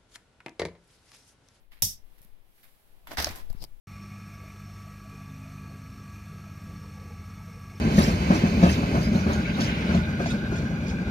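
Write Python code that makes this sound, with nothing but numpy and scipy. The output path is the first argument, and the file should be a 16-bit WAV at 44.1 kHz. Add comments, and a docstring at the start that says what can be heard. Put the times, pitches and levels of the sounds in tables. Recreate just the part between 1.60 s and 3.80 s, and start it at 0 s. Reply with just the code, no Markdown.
"""Ball bounce and box slide

A hard rubber light-up ball hits a tiled floor once in a small room: a bright crack, a ringing shell
and a low thump. A hand catches it softly. Then a cardboard and plastic box is knocked and slid on a
table close by, while the hand that holds the microphone bumps and rubs it."""
import sys
import numpy as np
from scipy import signal
from scipy.fft import rfft, irfft
from scipy.io import wavfile

SR = 44100
rng = np.random.default_rng(int(sys.argv[2]) if len(sys.argv) > 2 else 0)


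def put_to_file(sound):
    """Save the sound as 16-bit audio at rate SR, in the file named by the first command-line argument."""
    columns = np.atleast_2d(sound).T  # one column per channel
    safe = np.clip(columns, -1, 1)
    whole_steps = np.round(safe * 32767)
    wavfile.write(sys.argv[1], SR, whole_steps.astype(np.int16))


N = 97020
TIME = np.arange(N) / SR
FFT_SIZE = 2 ** 17
FREQS = np.maximum(np.arange(FFT_SIZE // 2 + 1) * SR / FFT_SIZE, 1)
BOUNCE_S, SNAP_S = 0.221, 1.6445

# stereo image: likeness of the channels (f/Hz, correlation)
LIKENESS = [(40, 0.28), (150, 0.025), (700, 0.44), (1300, -0.13), (2200, -0.1), (5000, 0.012),
            (16000, -0.027)]
# tilt between the two microphone ports; pan is always left minus right (f/Hz, pan/dB)
PORT_TILT = [(150, 1), (600, 2.5), (1400, -3), (3000, 1), (8000, -0.5), (13000, 1)]
# room tone (t/s, air level/dB, hiss level/dB)
ROOM_FADES = [(0, -66.5, -71), (0.09, -73, -79.5), (0.55, -65, -67), (0.8, -68, -74.5), (1.0, -69.5, -64.5),
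              (1.43, -65.5, -68.5), (1.9, -61, -65.5), (2.2, -69, -70.5)]
# tone of the air and of the hiss (f/Hz, level/dB)
AIR_EQ = [(100, 5.5), (200, 0.5), (480, -2.5), (800, -5), (1300, -10), (2300, -10.5), (3500, -13),
          (5000, -21), (7000, -31.5), (16000, -32)]
HISS_EQ = [(1500, -5), (4400, -7.5), (6800, -11), (9000, -8), (12300, 0), (14000, -9.5), (16000, -3.5)]

# dull bumps through the grip (t/s, level/dB, f/Hz, t60/s, pan/dB)
BUMPS = [(0.607, -45.5, 129.5, 0.019, 20), (0.649, -48.5, 195, 0.03, 0), (1.583, -27.5, 72.6, 0.21, 3),
         (1.667, -33.5, 54.6, 0.21, 3.5), (1.682, -34.5, 88.3, 0.19, 2), (1.901, -24.5, 26.7, 0.094, 34),
         (1.903, -23, 90, 0.01, 17), (1.948, -18, 93, 0.0065, 13)]
# rumble of the moving microphone (t/s, level/dB)
RUMBLE_FADE = [(0, -57), (0.3, -47.5), (0.55, -55), (0.76, -49), (0.92, -61), (1.2, -60), (1.36, -52.5),
               (1.6, -49.5), (1.85, -37.5), (2.05, -38), (2.2, -47.5)]
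# a finger rubs beside the microphone (t/s, level/dB, pan/dB)
RUB_FADE = [(1.93, -100, 10), (1.96, -72, 7), (2.005, -54, 11), (2.021, -42.5, 14), (2.038, -40, 2),
            (2.045, -49, 14), (2.07, -72, 5), (2.1, -100, 3)]
# the finger catches and lets go (t/s, level/dB)
SLIPS = [(2.0258, -28), (2.0289, -27), (2.0327, -28), (2.0401, -20), (2.041, -17)]
# tone of the rumble, rub and slips (f/Hz, level/dB)
RUMBLE_EQ = [(10, 3), (20, -3), (40, -11.5), (80, -31.5), (160, -33), (1000, -63)]
RUB_EQ = [(150, 6.5), (850, -6), (1400, -21), (2100, -17.5), (3600, -13.5), (4500, -3.5), (5050, 1),
          (5700, -10), (6700, -20), (10000, -19), (12500, -13), (16000, -21)]
SLIP_EQ = [(700, 10.5), (1500, -8.5), (5000, 5.5), (6500, -2), (12000, 2), (16000, -13)]

# swishes of hand and sleeve (t/s, attack/s, t60/s, mid level/dB, treble level/dB)
SWISHES = [(0.109, 0.013, 0.68, -59.5, -64.5), (0.578, 0.0047, 0.17, -65, -64),
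           (0.616, 0.011, 0.26, -66.5, -58.5), (0.92, 0.051, 0.51, -85, -70),
           (0.976, 0.0055, 0.24, -65.5, -66), (1.029, 0.0023, 0.34, -58.5, -57)]
# their two bands (f/Hz, level/dB)
SWISH_MID_EQ = [(150, -2.5), (500, -9.5), (1400, -6), (1900, -1), (2700, -4.5), (4500, -9.5), (7000, -26.5)]
SWISH_TREBLE_EQ = [(2500, -21), (4500, -5), (7500, -6.5), (10000, 1), (12500, 6.5), (16000, -4)]
# the ball ticks against the catching hand (t/s, level/dB)
CATCH_TICKS = [(0.5815, -62), (0.589, -57), (0.617, -48), (0.648, -51)]

# the box's scrape and its brief hum (t/s, level/dB)
SLIDE_FADE = [(1.462, -100), (1.475, -55), (1.535, -44.5), (1.566, -56), (1.583, -34.5), (1.62, -37),
              (1.655, -39.5), (1.71, -40), (1.745, -48), (1.80, -48.5), (1.83, -58), (1.88, -73),
              (1.96, -63), (2.05, -67), (2.08, -100)]
JUDDER_FADE = [(1.70, -80), (1.745, -56), (1.795, -56), (1.815, -80)]
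# tone of the scrape, the hum and the edge's snap (f/Hz, level/dB)
SLIDE_EQ = [(100, -4), (230, -2), (430, -9), (640, -8.5), (1000, -7), (1400, -9.5), (1900, -7.5),
            (2800, -11.5), (5200, -15.5), (6200, -19), (7200, -22.5), (10800, -21.5), (12400, -16),
            (16000, -23.5)]
JUDDER_EQ = [(700, -47), (960, -18.5), (1030, -1.5), (1100, -23), (1500, -35)]
SNAP_EQ = [(500, -28), (1900, -4), (2900, -8.5), (4000, -5.5), (5100, 2.5), (6250, 2), (6900, -14.5),
           (10000, -16.5), (12500, -9.5), (16000, -29)]
# knocks of the box (t/s, t60/s, hollow/dB, panel/dB, edge/dB, crisp/dB, pan/dB)
KNOCKS = [(1.4709, 0.078, -54, -43, -59, -50.5, -3.5), (1.509, 0.044, -47, -45, -51.5, -56, 6),
          (1.5159, 0.044, -37, -38, -44.5, -51, -5.5), (1.529, 0.073, -42, -49, -73, -51, -2.5),
          (1.571, 0.079, -40, -31, -35, -43.5, -1.5), (1.5818, 0.044, -37, -30, -30.5, -38, -3.5),
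          (1.5853, 0.11, -36.5, -27.5, -31.5, -47, -6), (1.6, 0.045, -35, -29, -28, -35, 0),
          (1.615, 0.14, -43.5, -36.5, -36, -43.5, -16), (1.6225, 0.072, -38.5, -39.5, -32.5, -35.5, 3),
          (1.6558, 0.072, -68, -44.5, -34, -59, -1), (1.6682, 0.066, -38, -36.5, -35, -49, -3),
          (1.69, 0.034, -64, -61, -38.5, -57, -2), (1.757, 0.17, -47.5, -59.5, -53.5, -45, -3),
          (1.9004, 0.043, -50.5, -59, -53.5, -53, 23), (1.9287, 0.0089, -50, -57, -61, -47, -8.5)]
# its four bands, from hollow body up to plastic window (f/Hz, level/dB)
HOLLOW_EQ = [(100, -19), (250, -7), (430, -9.5), (620, -0.5), (850, -4), (1200, -12.5), (2000, -25),
             (5000, -38)]
PANEL_EQ = [(300, -43.5), (800, 0), (1200, -1), (1600, 1.5), (1900, 3.5), (2500, -6.5), (3500, -3),
            (7000, -44.5)]
EDGE_EQ = [(1000, -22.5), (2800, -21), (4000, -2), (5200, 1), (6100, -4), (6800, -13.5), (10000, -18.5),
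           (16000, -44.5)]
CRISP_EQ = [(3000, -34.5), (6500, -4), (8300, -1), (10500, -1.5), (12400, 9), (14000, -3.5), (16000, -9)]
# the box thuds on the table (t/s, level/dB)
THUDS = [(1.5158, -38), (1.5822, -43.5), (1.6012, -38), (1.6688, -26.5)]
# modes of the hollow box, relative to each thud (f/Hz, level/dB)
BOX_MODES = [(330, -12), (560, -8), (621, -3), (690, -5), (740, -9.5), (1125, -7.5)]

# the floor's thump, direct and off the walls (t/s, level/dB)
THUMP_ARRIVALS = [(0.2217, -46), (0.2331, -27), (0.2428, -29.5), (0.2686, -36)]
# low modes of floor and room (f/Hz, level/dB, t60/s)
ROOM_MODES = [(46, -40, 0.46), (90, -40.5, 0.38), (150.2, -40.5, 0.27), (207.1, -47, 0.37)]
# tone of the ball's slap and of its crack in the room (f/Hz, level/dB)
SLAP_EQ = [(200, -15.5), (450, -29), (750, -9.5), (1300, -23.5), (2200, -16), (3750, -9), (4150, -23),
           (4500, -12), (5400, -9), (7700, -5.5), (8450, -20), (9000, -6), (11900, 0), (16000, -1)]
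CRACK_EQ = [(200, -12.5), (400, -27.5), (720, -20), (1250, -34), (1900, -23), (2600, -23.5), (3250, -15),
            (3780, -10.5), (4150, -21), (4500, -6.5), (4850, -9), (5350, 1.5), (6050, -2), (7150, -9),
            (7650, -4), (8400, -12.5), (9200, -3.5), (10400, -10), (12200, -1.5), (13700, -8),
            (16000, -13.5)]
# the crack comes back from the walls (t/s, level/dB)
WALL_ECHOES = [(0.2343, -26.5), (0.2503, -24), (0.3107, -39)]
# ring of the ball's shell (f/Hz, level/dB)
SHELL_MODES = [(3290, -48), (3790, -49.5), (5185, -41.5), (5295, -37.5), (5337, -34.5), (5512, -41),
               (6005, -36), (9468, -39.5), (11598, -36.5), (13690, -42)]


def amp(db):
    """Decibels to gain."""
    return 10 ** (np.asarray(db) / 20)


def in_time(rows):
    """One automation curve for each column after the time."""
    times, *columns = np.transpose(rows)
    return [np.interp(TIME, times, column) for column in columns]


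def over_hz(points):
    """A curve through the points on a log frequency axis."""
    hz, values = np.transpose(points)
    return np.interp(np.log(FREQS), np.log(hz), values)


def pan(db):
    """Constant-power left and right gains for a level difference."""
    gains = amp(np.array([[.5], [-.5]]) * db)
    return gains / np.sqrt(np.mean(gains ** 2, axis=0))


def eq(x, points):
    """Minimum-phase EQ, scaled to keep the power of white noise."""
    gain = amp(over_hz(points))
    cepstrum = irfft(np.log(gain / np.sqrt(np.mean(gain ** 2))))
    cepstrum[1:FFT_SIZE // 2] *= 2
    cepstrum[FFT_SIZE // 2 + 1:] = 0
    return irfft(rfft(x, FFT_SIZE) * np.exp(rfft(cepstrum)))[..., :N]


def noise():
    """Wide white noise, the channels partly alike in the lows and unrelated in the treble."""
    alike = over_hz(LIKENESS)
    mid, side = rfft(rng.standard_normal((2, FFT_SIZE)))
    return irfft(np.sqrt((1 + alike) / 2) * mid + np.sqrt((1 - alike) / 2) * side * [[1], [-1]])[:, :N]


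def decay(start, t60, attack=0.000055):
    """Linear attack, exponential fall; times in seconds."""
    age = TIME - start
    return np.clip(age / attack, 0, 1) * np.exp(-np.log(1000) * np.clip((age - attack) / t60, 0, 10))


def click(start):
    """A one-sample impulse."""
    return 1.0 * (np.arange(N) == int(start * SR))


def mode(start, hz, t60, attack=0.000076):
    """A struck, dying sine."""
    return decay(start, t60, attack) * np.sin(2 * np.pi * hz * (TIME - start))


def friction(grains_per_s, rough_db):
    """Stick and slip: noise grains at random moments, each with its own strength."""
    grain = np.cumsum(rng.random(N) < grains_per_s / SR)
    strength = amp(rough_db * np.minimum(rng.exponential(1, N), 4))[grain]
    return noise() * strength / np.sqrt(np.mean(strength ** 2))


def room_tone():
    """A bed of quiet air and thin hiss that swell and fade."""
    air_db, hiss_db = in_time(ROOM_FADES)
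    return (eq(noise(), AIR_EQ) * amp(air_db) + eq(noise(), HISS_EQ) * amp(hiss_db)) * pan(-1.2)


def mic_handling():
    """The grip on the microphone: muffled bumps, rumble and a finger's rub with crisp slips."""
    bumps = sum(amp(db) * mode(s, hz, t60) * pan(pan_db) for s, db, hz, t60, pan_db in BUMPS)
    bumps = signal.sosfilt(signal.butter(2, 280.3, "lowpass", fs=SR, output="sos"), bumps)
    rumble_db, = in_time(RUMBLE_FADE)
    rumble = eq(noise(), RUMBLE_EQ) * amp(rumble_db) * pan(14)
    rub_db, pan_db = in_time(RUB_FADE)
    rub = eq(friction(grains_per_s=510, rough_db=4) * amp(rub_db), RUB_EQ) * pan(pan_db)
    slips = eq(sum(amp(db) * click(s) for s, db in SLIPS), SLIP_EQ) * pan(-16)
    return bumps + rumble + rub + slips


def throw_and_catch():
    """Hand and sleeve swish as they throw, catch and reach; the ball ticks against the hand."""
    swishes = 0
    for k, band in enumerate((SWISH_MID_EQ, SWISH_TREBLE_EQ)):
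        power = sum((amp(levels[k]) * decay(s, t60, attack)) ** 2 for s, attack, t60, *levels in SWISHES)
        swishes += eq(friction(grains_per_s=800, rough_db=2) * np.sqrt(power), band)
    ticks = noise() * sum(amp(db) * decay(s, t60=0.012) for s, db in CATCH_TICKS)
    return swishes * pan(-2.2) + eq(ticks, SWISH_TREBLE_EQ)


def box_slide():
    """The box scrapes over the table and briefly judders with a narrow hum."""
    slide_db, = in_time(SLIDE_FADE)
    scrape = eq(friction(grains_per_s=1400, rough_db=1.5) * amp(slide_db), SLIDE_EQ)
    judder_db, = in_time(JUDDER_FADE)
    gate = (TIME > JUDDER_FADE[0][0]) & (TIME < JUDDER_FADE[-1][0])
    judder = eq(noise() * amp(judder_db) * gate, JUDDER_EQ)
    return (scrape + judder) * pan(-1.5)


def box_knocks():
    """Each knock is a sharp click and a short noisy chatter in the box's four bands."""
    click_gain = amp(-6) * np.sqrt(SR / 1000)   # 6 dB under the energy of 1 ms of chatter
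    knocks = 0
    for k, band in enumerate((HOLLOW_EQ, PANEL_EQ, EDGE_EQ, CRISP_EQ)):
        chatter_power = clicks = 0
        for s, t60, *levels, pan_db in KNOCKS:
            gain = amp(levels[k]) * pan(pan_db)
            chatter_power += (gain * decay(s, t60, attack=0.00052)) ** 2
            clicks += gain * click(s + rng.random() / 1000)
        knocks += eq(noise() * np.sqrt(chatter_power) + clicks * click_gain, band)
    return knocks


def box_thuds():
    """Heavy contacts ring the hollow body; its modes alternate polarity in pairs."""
    body = sum(amp(thud_db + db) * mode(s, hz, t60=0.036, attack=0.0008) * (-1) ** (k // 2)
               for s, thud_db in THUDS for k, (hz, db) in enumerate(BOX_MODES))
    return body * pan(-0.53)


def box_snap():
    """The box's edge snaps against the table: a click on a tight noise burst."""
    burst = noise() * amp(-17.5) * decay(SNAP_S, t60=0.02, attack=0.0001)
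    return eq(burst + amp(-7) * click(SNAP_S), SNAP_EQ)


def floor_thump():
    """The low end of the bounce: the floor thumps and the room's modes boom."""
    thump = sum(amp(db) * mode(s, hz=106, t60=0.05) for s, db in THUMP_ARRIVALS)
    boom = sum(amp(db) * mode(BOUNCE_S, hz, t60) for hz, db, t60 in ROOM_MODES)
    return (thump + boom) * pan(1.7)


def room_damping(ring, dull_hz=7000, dull_s=0.17, knee_s=0.11, fade_db_per_s=139):
    """The room swallows the bounce's treble; past the knee the whole tail dies faster."""
    age = np.maximum(TIME - BOUNCE_S, 0)
    dull = irfft(rfft(ring, FFT_SIZE) / (1 + (FREQS / dull_hz) ** 8))[:, :N]
    treble = (ring - dull) * np.exp(-(age / dull_s) ** 2)
    return (dull + treble) * amp(-fade_db_per_s * np.maximum(age - knee_s, 0))


def ball_crack():
    """Hard rubber slaps the tile, the crack fills the room and the ball's shell rings."""
    slap = eq(noise() * decay(BOUNCE_S, t60=0.058, attack=0.00097), SLAP_EQ) * amp(-14) * pan(-4)
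    reverb = amp(-21) * decay(BOUNCE_S, t60=0.3, attack=0.003)
    echoes = sum(amp(db) * decay(s, t60=0.027) for s, db in WALL_ECHOES)
    crack = eq(noise() * np.hypot(reverb, echoes), CRACK_EQ) * pan(-1.5)
    partials = sum(amp(db) * np.sin(2 * np.pi * (hz * TIME + rng.random((2, 1))))
                   for hz, db in SHELL_MODES)
    shell = partials * decay(BOUNCE_S, t60=0.29)
    return slap + room_damping(crack + shell)


def scene():
    """Bounce, catch, then the box, over handling noise and room tone."""
    ball = ball_crack() + floor_thump() + throw_and_catch()
    box = box_knocks() + box_thuds() + box_snap() + box_slide()
    return ball + box + mic_handling() + room_tone()


def record(dry):
    """Each microphone port colours its channel; a steep high cut trims the top."""
    heard = irfft(rfft(dry, FFT_SIZE) * pan(over_hz(PORT_TILT)))[:, :N]
    high_cut = signal.ellip(10, .1, 85, 15700, fs=SR, output="sos")
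    return signal.sosfilt(high_cut, heard)


dry = scene()
out = record(dry)
put_to_file(out)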